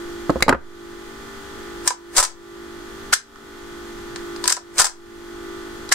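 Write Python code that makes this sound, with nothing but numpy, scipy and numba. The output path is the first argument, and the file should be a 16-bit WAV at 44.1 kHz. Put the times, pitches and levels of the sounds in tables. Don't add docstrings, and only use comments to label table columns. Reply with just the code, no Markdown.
import sys
import numpy as np
from scipy import signal
from scipy.fft import rfft, irfft, next_fast_len
from scipy.io import wavfile
from scipy.ndimage import map_coordinates
from numba import njit

SR = 44100
rng = np.random.default_rng(int(sys.argv[2]) if len(sys.argv) > 2 else 0)


def log_audio(samples):
    frames = np.atleast_2d(samples).T
    limited = np.clip(frames, -1, 1)
    pcm = np.round(limited * 32767).astype(np.int16)
    wavfile.write(sys.argv[1], SR, pcm)


N = 261954
SPAN = 8192

# [f/Hz, level/dB]
AIR_SPECTRUM = [(15, -3), (60, -7.5), (170, -15.5), (345, -12.5), (635, -23.5), (825, -21.5), (1310, -15.5),
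                (1970, -17), (2280, -26), (3370, -22.5), (4320, -23.5), (5360, -25.5), (6580, -21.5),
                (7540, -23.5), (10100, -26.5), (15500, -25.5)]
# [f/Hz, correlation]
AIR_CORRELATION = [(60, 0.59), (300, 0.85), (1400, 0.054), (3000, 0.065)]
# [t/s, turns per second]
MOTOR_SPEED = [(0, 49.21), (1.3, 49.165), (2.8, 49.163), (4, 49.2), (5.94, 49.206)]
# [multiple of the speed, level/dB, left minus right level/dB]
MOTOR_HARMONICS = [(6, -46, -3), (7, -37, -2), (8, -39, 2), (9, -50, 11), (10, -57, 0), (14, -56, -5),
                   (17, -51, 0), (18, -56, -1), (20, -58, -1), (21, -56, -2), (22, -56, -4), (24, -48, -10),
                   (26, -49, 1), (27, -56, -2), (28, -51, -6), (29, -54, 6), (30, -50, 10), (31, -57, 14),
                   (40, -51, 1), (41, -58, 1), (66, -58, -10), (67, -62, -11), (69, -62, -18),
                   (70, -60, -9), (72, -62, -15)]
# [f/Hz, level/dB]
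STEADY_TONES = [(229.85, -46), (1780.9, -51)]
# [t/s, left size, right size, standard deviation/s]
BASELINE_SWINGS = [(.43, .025, .055, 0.012), (.53, -.025, -0.036, 0.055), (2.192, 0.13, 0.044, 0.0086),
                   (4.802, 0.0068, -.075, 0.0021), (4.81, 0.044, -0.018, .009),
                   (4.86, -0.017, -0.0062, 0.049)]
# [f/Hz, t60/s]
ROOM_T60 = [(200, 0.28), (1200, 0.21), (6000, 0.18), (14000, 0.11)]
# [t/s, knock level/dB, knock f/Hz, thud level/dB, click level/dB]
KNOCK_EVENTS = [(0.2953, -15.5, 1140, -10.5, -34.5), (0.3015, -38, 920, -20.5, -29),
                (0.358, -28, 760, -18.5, -46), (0.405, -25.5, 1180, -41, -32),
                (0.424, -5.5, 2040, -9.5, 3.5), (0.465, -37, 750, -15, -44), (0.481, 3, 1000, -2, -9.5),
                (0.492, 6.5, 1340, 3.5, 4), (0.499, -8, 1500, 1, -51), (0.509, -2.5, 1210, -12, -45),
                (0.526, 6.5, 1370, 1, -18), (0.545, -6, 1400, -7.5, -34)]
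# [f/Hz, width/Hz, level/dB]
SHELL_MODES = [(67.3, 10, 1), (277, 56, -0.59), (536, 74, 0.78)]
# [f/Hz, width/Hz, level/dB]
CATCH_MODES = [(2150, 260, 7), (3970, 220, 0), (4610, 250, -3), (6310, 250, -7), (7320, 250, -2),
               (10200, 300, -4)]
# [f/Hz, width/Hz, level/dB]
FRAME_MODES = [(520, 190, -6), (788, 190, -6.5), (1000, 44, 4), (1323, 150, -3.5), (1616, 170, -3.5),
               (1760, 50, -2)]
# [f/Hz, width/Hz, level/dB]
STEEL_MODES = [(3987, 150, -2.5), (4900, 170, 0.5), (5570, 270, -8), (5960, 41, -12.5), (6460, 63, 4.5),
               (7620, 230, 5.5), (7850, 280, -7), (8340, 720, 10), (9130, 450, 4), (9200, 200, -14.5)]
# [steel level/dB, f/Hz]
STEEL_BRIGHTNESS = [(-21, 4740), (3.5, 6410)]
# [t/s, strength level/dB]
SLAM_EVENTS = [(2.183, -2.5), (4.7995, -2.5)]
# [t/s from the blow, steel level/dB, frame level/dB, frame f/Hz]
SLAM_CONTACTS = [(-.0185, -1.5, -21, 1566), (-.012, 0, -12.5, 1450), (-.004, 6, -7.5, 1270),
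                 (0, 10.5, 1, 1070), (.0055, 12.5, 0.5, 1345), (.016, 12.5, 2, 1150), (.0435, 8.5, 0, 1040),
                 (.053, 7, -5.5, 1270), (.066, 1, -7.5, 1400)]
# [t/s, strength level/dB]
SNAP_EVENTS = [(3.133, -4.5), (5.921, -10.5)]
# [t/s from the blow, steel level/dB, frame level/dB, frame f/Hz]
SNAP_CONTACTS = [(-.009, -23.5, -22.5, 1710), (-.0055, -9, -12.5, 1615), (-.002, -6, -0.5, 1620),
                 (0, 7, 4, 1730), (.003, 14, -9.5, 1650), (.008, -3, -11.5, 1700)]
# [t/s, steel level/dB, frame level/dB, frame f/Hz]
SINGLE_CONTACTS = [(1.876, 8, -8, 1224), (1.879, -6, -13, 1430), (1.882, -1.5, -18, 1360),
                   (1.905, -9, -8.5, 1000), (3.357, -38.5, -30.5, 1420), (4.159, -26.5, -32, 1310),
                   (4.361, -32, -37.5, 1380), (4.44, -16.5, -25.5, 1150), (4.455, -22, -27, 1370),
                   (4.4772, 5, -14, 1283), (4.481, -8.5, -12, 1370), (4.495, -3.5, -16, 1730),
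                   (4.5004, 0, -15, 1810), (4.518, -9.5, -18, 1590), (4.5234, 6, -11, 1610),
                   (4.566, -13, -18, 1040), (4.574, -28.5, -18, 1050), (5.89, -27.5, -41, 1400)]
# [t/s of loudest rattle, level/dB, swell/s, fade/s]
HANDLE_PULLS = [(1.885, -15.5, 0.059, .04), (4.51, -12.5, .09, 0.072)]

# (t/s of loudest rattle from the blow, level/dB, swell/s, fade/s)
SLAM_RATTLE, SNAP_RATTLE = (0.013, 2, 0.062, 0.096), (-.004, -8, 0.01, 0.04)
RATTLE_RANGE_DB = 34.5
# (decay t60/s, relative width of the frame's broad response, size of the first push)
SLAM_TOUCH, SNAP_TOUCH, SINGLE_TOUCH = (0.035, 1.62, 4.2), (0.027, 0.81, 0), (0.019, 1.03, 1)
KNOCK_T60_S, THUD_T60_S, CLICK_T60_S = 0.036, 0.045, 0.022
SOFT_HZ, SOFT_Q = 2300, 0.45
BOOM_DB, BOOM_GROWTH = 36.5, 0.28
NEIGHBOUR_HZ, CANCEL_S = 344.705, 1.4
SWING_CUT_HZ = 1.1
MICROPHONE_HZ, TOP_HZ = 9000, 15650
ATTACK_S, HOLD_S, RELEASE_S = 0.0001, 0.085, 0.24
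THRESHOLD_DB, CEILING = -1.83, 0.82


def amp(db):
    return 10 ** (np.asarray(db) / 20)


def unit(x):
    return x / np.sqrt(np.mean(x ** 2) + 1e-20)


def along(points, hz):
    f, value = np.transpose(points)
    return np.interp(np.log(hz + 1), np.log(f + 1), value)


def curve(rows):
    return np.interp(np.arange(N) / SR, *np.transpose(rows))


def wobble(rate):
    knots = rng.standard_normal(int(N * rate / SR) + 4)
    return map_coordinates(knots, [np.arange(N) * rate / SR])


def filtered(x, response):
    n = x.shape[-1]
    m = next_fast_len(n + SPAN)
    return irfft(rfft(x, m) * response(np.fft.rfftfreq(m, 1 / SR)), m)[..., :n]


def peak(f, hz, width_hz):
    return 1j * f * width_hz / (hz * hz - f * f + 1j * f * width_hz)


def low_pass(f, hz, q):
    return 1 / (1 + 1j * f / hz / q - (f / hz) ** 2)


def body(modes, hz, spread, broad_db):
    chance_db = rng.normal(0, 3, len(modes))

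    def response(f):
        ringing = sum(amp(db + chance) * peak(f, mode_hz, width_hz)
                      for (mode_hz, width_hz, db), chance in zip(modes, chance_db))
        return peak(f, hz, spread * hz) ** 2 * (amp(broad_db) + ringing)

    return response


def burst(response, t60, alike, push=0., rise=.0013):
    t = np.arange(SPAN // 2) / SR
    envelope = amp(-60 * t / t60) * (1 - np.exp(-t / rise))
    common, opposed = rng.standard_normal((2, len(t))) * envelope
    turn = np.arccos(np.clip(alike, 0, 1)) / 2
    noise = np.cos(turn) * common + np.sin(turn) * np.array([opposed, -opposed])
    x = filtered(noise + push * (t == 0), response)
    return x / np.sqrt(np.mean(x[:, :SR // 250] ** 2))


def add(track, s, x):
    track[:, round(s * SR):][:, :x.shape[1]] += x


def air():
    turn = lambda hz: np.arccos(np.clip(along(AIR_CORRELATION, hz), -1, 1)) / 2
    response = lambda hz: amp(along(AIR_SPECTRUM, hz)) * [np.cos(turn(hz)), np.sin(turn(hz))]
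    mid, side = filtered(rng.standard_normal((2, N)), response)
    return amp(-38.0 + 0.21 * wobble(23)) * unit(np.array([mid + side, mid - side]))


def motor_harmonics(turns, t):
    out = np.zeros((2, N))
    waver_db = [1.2 * wobble(4.71) for _ in range(4)]
    for k, db, pan_db in MOTOR_HARMONICS:
        start, lead = rng.uniform(0, 2 * np.pi), rng.normal(0.3, 0.52)
        if k < 10:
            start = .95 * abs(k - 7)
        cycles = [k * turns]
        if k == 7:
            opposite = k * turns[round(CANCEL_S * SR)] + .5
            cycles.append(opposite + NEIGHBOUR_HZ * (t - CANCEL_S))
        for port, side in enumerate((.5, -.5)):
            level_db = db - 0.54 + side * pan_db + waver_db[int(k) % 4]
            tone = sum(np.sin(2 * np.pi * c + start + side * lead) for c in cycles)
            out[port] += amp(level_db) * tone
    return out


def faint_harmonics(turns):
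    k = np.arange(512)
    faint = amp(-65 - .06 * k + rng.normal(0, 3.5, (2, k.size))) * (k > 9) * (k < 110)
    faint[:, [int(row[0]) for row in MOTOR_HARMONICS]] = 0
    waves = irfft(faint * np.exp(2j * np.pi * rng.random(faint.shape))) * (k.size - 1)
    phase = np.linspace(0, 1, waves.shape[1], endpoint=False)
    return amp(4.0) * np.array([np.interp(turns % 1, phase, wave, period=1) for wave in waves])


def hum():
    turns, t = np.cumsum(curve(MOTOR_SPEED)) / SR, np.arange(N) / SR
    out = motor_harmonics(turns, t) + faint_harmonics(turns)
    for hz, db in STEADY_TONES:
        out += amp(db + 0.47 * wobble(4.07)) * np.sin(2 * np.pi * hz * t)
    return out


def swings():
    t = np.arange(N) / SR
    bumps = sum(np.outer(size, np.exp(-.5 * ((t - s) / width) ** 2))
                for s, *size, width in BASELINE_SWINGS)
    low_cut = lambda f: -f * f / (SWING_CUT_HZ ** 2 + 1j * f * SWING_CUT_HZ * 1.9 - f * f)
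    return filtered(bumps, low_cut)


def room(x):
    out, step = np.zeros((2, N + 2 * SR)), SR // 3
    for i in range(0, N, step):
        hz, t, grid = signal.stft(rng.standard_normal((2, SR // 2)), SR, nperseg=256)
        decay = amp(-60 * t / along(ROOM_T60, hz)[:, None])
        tail = signal.istft(grid * decay, SR, nperseg=256)[1]
        reflected = signal.fftconvolve(x[:, i:i + step], tail / np.linalg.norm(tail[0]), axes=1)
        add(out, i / SR + .004, reflected)
    return out[:, :N]


def knocks():
    out, jolts = np.zeros((2, N + SPAN)), np.zeros(N + SPAN)
    soft = lambda f: low_pass(f, SOFT_HZ, SOFT_Q) ** 2
    for s, knock_db, knock_hz, thud_db, click_db in KNOCK_EVENTS:
        shell = body(SHELL_MODES, hz=300, spread=2.87, broad_db=-2.0)
        catch = body(CATCH_MODES, hz=5000, spread=3, broad_db=-10)
        mid = lambda f: peak(f, knock_hz, 0.31 * knock_hz) * soft(f)
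        knock = burst(mid, KNOCK_T60_S, alike=0.65, push=4.5)
        thud = burst(lambda f: shell(f) * soft(f), THUD_T60_S, alike=0.71, push=5.1, rise=0.0026)
        click = burst(catch, CLICK_T60_S, alike=.3)
        add(out, s, amp(knock_db) * knock + amp(thud_db) * thud + amp(click_db) * click)
        jolts[round(s * SR)] = amp(BOOM_DB + BOOM_GROWTH * thud_db)
    boom = filtered(jolts, lambda f: peak(f, hz=63, width_hz=14.0))
    return amp([[-.6], [.6]]) * (out + boom)[:, :N]


def rattle_db(strokes):
    t = np.arange(N) / SR
    levels = [db - RATTLE_RANGE_DB * np.maximum((s - t) / swell, (t - s) / fade)
              for s, db, swell, fade in strokes]
    return np.max(levels, axis=0)


def rattle(strokes, steel_gain):
    grains = unit(amp(2.4 * wobble(600)) * rng.standard_normal((2, N)))
    steel = unit(filtered(grains, body(STEEL_MODES, hz=6400, spread=1.66, broad_db=13)))
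    shared = grains[0] + 0.15 * grains
    frame = unit(filtered(shared, body(FRAME_MODES, hz=1310, spread=3.0, broad_db=5.5)))
    return amp(rattle_db(strokes)) * (steel_gain * steel + amp(-5.5) * frame)


def carbine():
    out = np.zeros((2, N + SPAN))
    steel_gain = amp([[1.6], [-1.6]])
    hits = [(*row, *SINGLE_TOUCH) for row in SINGLE_CONTACTS]
    strokes = list(HANDLE_PULLS)
    blows = ((SLAM_EVENTS, SLAM_CONTACTS, SLAM_TOUCH, SLAM_RATTLE),
             (SNAP_EVENTS, SNAP_CONTACTS, SNAP_TOUCH, SNAP_RATTLE))
    for events, contacts, touch, (offset, level_db, *shape) in blows:
        for s, db in events:
            hits += [(s + d, db + steel, db + frame, hz, *touch) for d, steel, frame, hz in contacts]
            strokes.append((s + offset, db + level_db, *shape))
    for s, steel_db, frame_db, frame_hz, t60, spread, push in hits:
        steel_hz = np.interp(steel_db, *np.transpose(STEEL_BRIGHTNESS))
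        steel_body = body(STEEL_MODES, steel_hz, spread=0.94, broad_db=7)
        frame_body = body(FRAME_MODES, frame_hz, spread=spread, broad_db=-7.0)
        steel = burst(steel_body, t60, alike=.1)
        frame = burst(frame_body, 0.94 * t60, alike=0.58, push=push)
        add(out, s, amp(steel_db) * steel_gain * steel + amp(frame_db) * frame)
    return out[:, :N] + rattle(strokes, steel_gain)


def scene():
    gun, blows = carbine(), knocks()
    reverberant = room(amp(-8.5) * gun + amp(-16.0) * blows)
    return gun + blows + reverberant + hum() + air()


@njit
def ducking(over_db, attack, hold, release):
    out, cut, wait = np.zeros(len(over_db)), 0., 0.
    for i in range(len(over_db)):
        if over_db[i] > cut:
            cut += (over_db[i] - cut) * attack
            wait = hold
        elif wait > 0:
            wait -= 1
        else:
            cut -= cut * release
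        out[i] = cut
    return out


def record(dry):
    dry = filtered(dry, lambda f: low_pass(f, MICROPHONE_HZ, 0.5))
    over_db = 20 * np.log10(np.abs(dry).max(0) + 1e-9) - THRESHOLD_DB
    cut_db = ducking(over_db, 1 / (ATTACK_S * SR), HOLD_S * SR, 1 / (RELEASE_S * SR))
    x = dry * amp(-cut_db) + swings()
    x = x / (1 + np.abs(x / CEILING) ** 6) ** (1 / 6)
    return filtered(x, lambda hz: hz < TOP_HZ)


dry = scene()
out = record(dry)
log_audio(out)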